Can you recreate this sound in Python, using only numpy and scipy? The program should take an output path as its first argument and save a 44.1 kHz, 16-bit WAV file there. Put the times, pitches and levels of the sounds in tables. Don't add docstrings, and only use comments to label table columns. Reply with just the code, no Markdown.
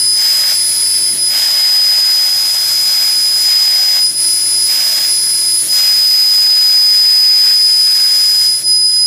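import sys
import numpy as np
from scipy import signal
from scipy.fft import rfft, irfft, next_fast_len
from scipy.io import wavfile
from scipy.ndimage import uniform_filter1d, map_coordinates

SR = 44100
rng = np.random.default_rng(int(sys.argv[2]) if len(sys.argv) > 2 else 0)


def volts_from_db(level):
    exponent = np.asarray(level, float) / 20
    return 10 ** exponent


def generate_wav(signal):
    frames = np.transpose(np.atleast_2d(signal))
    scaled = np.clip(frames, -1, 1) * 32767
    pcm = np.round(scaled).astype(np.int16)
    wavfile.write(sys.argv[1], SR, pcm)


N = 399546
TIME = np.arange(N) / SR
PULSE_HZ = 5000.8

# (frequency [Hz], relative density [dB per Hz])
FLUTTER_SPECTRUM = [(3, -2), (20, 4.5), (60, -1.5), (200, -6.5), (800, -31), (1500, -32), (3000, -36)]
# (time [s], left over right [dB])
WHINE_BALANCE = [(0, 1), (4, 1.15), (4.3, 4), (4.8, -2.5), (5.3, 1), (8.2, 1.24), (9.06, -3.5)]
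# (time [s], level [dB])
FIRST_PARTIAL_LEVEL = [(0, -16), (.3, -11.5), (.53, -14), (.73, -20), (1.0, -17), (1.3, -17), (1.8, -9.5),
                       (2.15, -10.5), (2.6, -17), (3.0, -13), (3.4, -14), (3.55, -9), (4.06, -12),
                       (4.22, -18), (4.6, -17.5), (4.7, -14), (5.05, -16.5), (5.4, -20), (5.57, -15),
                       (5.61, -21), (5.72, -13.5), (5.9, -9.5), (6.8, -6), (7.3, -5), (8.0, -8.5),
                       (8.48, -9), (8.53, -12), (8.72, -10.5), (9.06, -10.5)]
# (time [s], level [dB])
THIRD_PARTIAL_LEVEL = [(0, -35), (1.2, -36), (1.6, -43.5), (4, -37), (4.8, -35.5), (5.7, -34.5), (7.5, -34),
                       (9.06, -39)]
# (start time [s], beam-on share of the period [0 to 1])
BEAM_ON_SHARE = [(0, 0.362), (.175, 0.472), (.54, 0.3705), (1.29, 0.493), (1.6, 0.4916), (2.3, 0.4734),
                 (2.9, 0.491), (3.09, 0.442), (3.45, 0.4998), (4.015, 0.3688), (4.67, 0.476),
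                 (5.08, 0.3663), (5.68, 0.435), (5.75, 0.4965), (5.92, 0.4718), (6.76, 0.4673),
                 (7.42, 0.481), (7.55, 0.421), (7.88, 0.4518), (8.15, 0.4423), (8.48, 0.382)]
# (time [s], fall [s], recovery [s], dip of the 1st partial [dB],
# dip of overtones and air [dB], rumble level [dB])
REVERSALS = [(1.163, .028, .02, 20, 3, -45), (4.124, 0.0123, 0.0315, 20.5, 5.5, -48),
             (5.668, .04, .017, 23.5, 5, -42), (8.618, 0.032, 0.0304, 20.5, 8.5, -54.5)]
# (time [s], roar in the kerf [dB], hiss at the nozzle [dB])
AIR_SWELLS = [(0, 0, -2.5), (.4, 2, 2), (1.17, 0.5, -1), (1.24, -4, -4), (1.4, 0.5, -0.5), (1.55, -1, -1.5),
              (2.0, 0, 0), (2.7, -3.5, -1), (3.0, -1, 0), (3.9, 0, -0.5), (4.9, 0, 0.5), (5.4, 0, -0.5),
              (5.8, -1, 2), (6.5, 0.5, 0.5), (7.5, 1.5, 1), (8.1, 2, 1.5), (8.45, -0.5, 1), (8.8, -5.5, -6),
              (9.06, -2.5, -3.5)]
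# (frequency [Hz], relative density [dB per Hz])
ROAR_SPECTRUM = [(300, -37), (520, -35.5), (580, -9.5), (870, -8.5), (975, -14), (1130, -12), (1270, -11),
                 (1560, -7.5), (2150, -3.5), (2400, -7.5), (3000, -6.5), (4250, -6), (4600, -10.5),
                 (5800, -42), (9000, -120)]
# (frequency [Hz], relative density [dB per Hz])
HISS_SPECTRUM = [(3000, -21.5), (4000, -9.5), (4700, 1), (5500, -0.5), (6500, -5.5), (7100, -2.5),
                 (8500, -6.5), (9500, -2), (10600, -3.5), (11800, -2.5), (13000, -8.5), (15000, -13),
                 (16000, -6.5)]
# (centre [Hz], width [Hz], boost [dB])
CABINET_RESONANCES = [(593.4, 38, 1), (1116.4, 25, 5.5), (1576.5, 43, 4.5), (2108, 150, 2), (2555, 53, 4.5),
                      (3321, 82, 6), (4143, 200, 3), (7100, 110, 0.5)]
# (start [s], end [s], frequency [Hz], level [dB])
MOTOR_TONES = [(3.1, 4.05, 5311, -46), (6.7, 7.55, 5311, -39), (6.7, 7.55, 4814, -37)]
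# (frequency [Hz], relative density [dB per Hz])
RUMBLE_SPECTRUM = [(35, -51), (60, -19.5), (110, -1), (330, -1.5), (500, -8.5), (900, -31.5)]
# (frequency [Hz], level [dB], waver [dB])
HUM_LINES = [(58, -65, 0.5), (120, -58, 3), (137, -59, 1.5), (199, -69, 2.5), (273, -60, 2.5),
             (325, -64, 3), (357, -65, 2.5)]
# (frequency [Hz], relative density [dB per Hz])
FAN_SPECTRUM = [(25, -30), (45, -26.5), (58, -15.5), (76, -23), (100, -18.5), (125, -3.5), (165, -19),
                (240, -13.5), (320, 0), (430, -12.5), (540, -8), (640, -4.5), (900, -16), (1500, -20),
                (2500, -32.5), (4000, -120)]
# (frequency [Hz], likeness [1 = the same])
LEFT_RIGHT_LIKENESS = [(60, 1), (400, 0.878), (1000, 0.931), (2500, 0.939), (6000, 0.889), (12000, 0.934)]


def burn():
    first_db, = curves(FIRST_PARTIAL_LEVEL)
    third_db, = curves(THIRD_PARTIAL_LEVEL)
    balance_db, = curves(WHINE_BALANCE)
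    rough = 0.0815 * volts_from_db(0.515 * (-9 - first_db))
    short_pulse_waver = 8.35 * (.5 - duty()) * wobble(22)
    second_db = overtone_db(order=2, best_db=-16.5, leak=0.011) + 1.01 * wobble(12)
    third_db = overtone_db(order=3, best_db=third_db, leak=0.18)
    tone = partial(order=1, db=first_db - first_dip() + short_pulse_waver, rough=rough, phase=0)
    tone = tone + partial(order=2, db=second_db, rough=1.224 * rough, phase=1.04)
    tone = tone + partial(order=3, db=third_db, rough=2.4 * rough, phase=0)
    return tone * volts_from_db([balance_db / 2, -balance_db / 2])


def partial(order, db, rough, phase):
    noise = rng.standard_normal((2, N))
    size, timing = unit(filtered(noise, lambda hz: volts_from_db(along(FLUTTER_SPECTRUM, hz))))
    drift = 0.5 * wobble(1.488)
    angle = 2 * np.pi * order * PULSE_HZ * TIME + phase + drift
    lag = 0.067 * wobble(1.12) * [[1], [-1]]
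    steady_part = (1 + rough * size) * np.sin(angle + lag)
    shaken_part = rough * timing * np.cos(angle + lag)
    return np.sqrt(2) * volts_from_db(db) * (steady_part + shaken_part)


def overtone_db(order, best_db, leak):
    strength = np.abs(np.sin(order * np.pi * duty())) + leak
    return best_db + 20 * np.log10(strength) - dimming(lag_s=0.0128)


def duty(lag_s=0, ramp_s=0.051):
    start, share = np.transpose(BEAM_ON_SHARE)
    steps = zip(start[1:], np.diff(share))
    return share[0] + sum(step * within(s + lag_s, np.inf, ramp_s) for s, step in steps)


def first_dip():
    total = 0
    for s, fall, recovery, db, *_ in REVERSALS:
        pace = np.where(TIME < s, fall, recovery)
        total = total + db * np.exp(-(np.abs(TIME - s) / pace) ** 0.99)
    return total


def dimming(lag_s):
    half_s = 0.0332
    return sum(db * np.exp(-((TIME - s - lag_s) / half_s) ** 2) for s, *_, db, _ in REVERSALS)


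def air():
    roar_swell, hiss_swell = curves(AIR_SWELLS) - dimming(lag_s=.035)
    short = .5 - duty(lag_s=0.009, ramp_s=0.0805)
    sputter = wobble(60)
    roar_db = -28.5 + 0.59 + roar_swell - 81 * short + 0.74 * sputter + 1.874 * wobble(900)
    hiss_db = -21 + 1.5 + hiss_swell - 31.5 * short + .5 * sputter + 0.495 * wobble(16)
    roar = volts_from_db(roar_db) * rush(ROAR_SPECTRUM, patchy_db=0.47, shifting_db=1.5)
    hiss = volts_from_db(hiss_db) * rush(HISS_SPECTRUM, patchy_db=1.0, shifting_db=1.5)
    return filtered(roar + hiss, cabinet) * volts_from_db([[.35], [-.35]])


def cabinet(hz):
    boosts = [db / (1 + (2 * (hz - centre) / width) ** 2) for centre, width, db in CABINET_RESONANCES]
    return volts_from_db(sum(boosts))


def motor():
    tones = 0
    for start, end, hz, db in MOTOR_TONES:
        tones = tones + np.sqrt(2) * volts_from_db(db) * within(start, end, .05) * np.sin(2 * np.pi * hz * TIME)
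    lead_s, half_s = .02, .045
    bursts = sum(volts_from_db(db) * np.exp(-((TIME - s + lead_s) / half_s) ** 2) for s, *_, db in REVERSALS)
    curving = np.abs(np.sin(2 * np.pi * duty()))
    return tones + (bursts + volts_from_db(-49.5) * curving) * rush(RUMBLE_SPECTRUM, patchy_db=3.5)


def fan():
    lines = 0
    for hz, db, waver_db in HUM_LINES:
        level = volts_from_db(db + waver_db * wobble(6))
        lines = lines + level * np.sin(2 * np.pi * hz * TIME + 0.77 * wobble(5))
    rush_level = volts_from_db(-48.0 + 0.97 * wobble(2.623))
    return np.sqrt(2) * lines + rush_level * rush(FAN_SPECTRUM, patchy_db=0.92)


def rush(spectrum, patchy_db, shifting_db=0):
    z = signal.stft(rng.standard_normal((2, N)), nperseg=512)[2]

    def field(bins, frames):
        across = uniform_filter1d(rng.standard_normal(z.shape[1:]), bins, 0)
        return unit(uniform_filter1d(across, frames, 1))

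    def colour_and_spread(hz):
        turn = np.arccos(np.clip(along(LEFT_RIGHT_LIKENESS, hz), -1, 1)) / 2
        return volts_from_db(along(spectrum, hz)) * [np.cos(turn), np.sin(turn)]

    gain = volts_from_db(patchy_db * field(8, 8) + shifting_db * field(2, 150))
    pair = signal.istft(z * gain, nperseg=512)[1][:, :N]
    mid, side = filtered(pair, colour_and_spread)
    return unit(np.array([mid + side, mid - side]))


def unit(x):
    return x / np.sqrt(np.mean(x ** 2) + 1e-20)


def along(points, hz):
    f, v = np.transpose(points)
    return np.interp(np.log(hz + 1), np.log(f + 1), v)


def curves(rows):
    s, *cols = np.transpose(rows)
    return [np.interp(TIME, s, c) for c in cols]


def wobble(rate):
    return map_coordinates(rng.standard_normal(int(N * rate / SR) + 4), [TIME * rate])


def within(start, end, fade):
    return np.clip(np.minimum(TIME - start, end - TIME) / fade + .5, 0, 1)


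def filtered(x, response):
    m = next_fast_len(N + 8192)
    return irfft(rfft(x, m) * response(np.fft.rfftfreq(m, 1 / SR)), m)[..., :N]


def scene():
    return burn() + air() + motor() + fan()


def narrowed_at_random(left, right):
    mid, side = (left + right) / 2, (left - right) / 2
    wide = np.clip(6 * (wobble(9) + .45), 0, 1)
    low_side = volts_from_db(-10.5) * filtered(side, lambda hz: hz < 3700)
    side = wide * side + (1 - wide) * low_side
    return np.array([mid + side, mid - side])


def top_cut(x):
    return signal.sosfilt(signal.butter(12, 16050, fs=SR, output="sos"), x)


def record(dry):
    step = 1 / (.04 * SR)
    power = signal.lfilter([step], [1, step - 1], dry.mean(0) ** 2, zi=[.04])[0]
    gain = (power / volts_from_db(-10) ** 2) ** -.3

    def band(hz):
        return (hz < 15230) / (1 + (48 / (hz + 1)) ** 4)

    left, right = filtered(dry * gain, band)
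    mix = narrowed_at_random(left, right)
    return top_cut(mix)


dry = scene()
out = record(dry)
generate_wav(out)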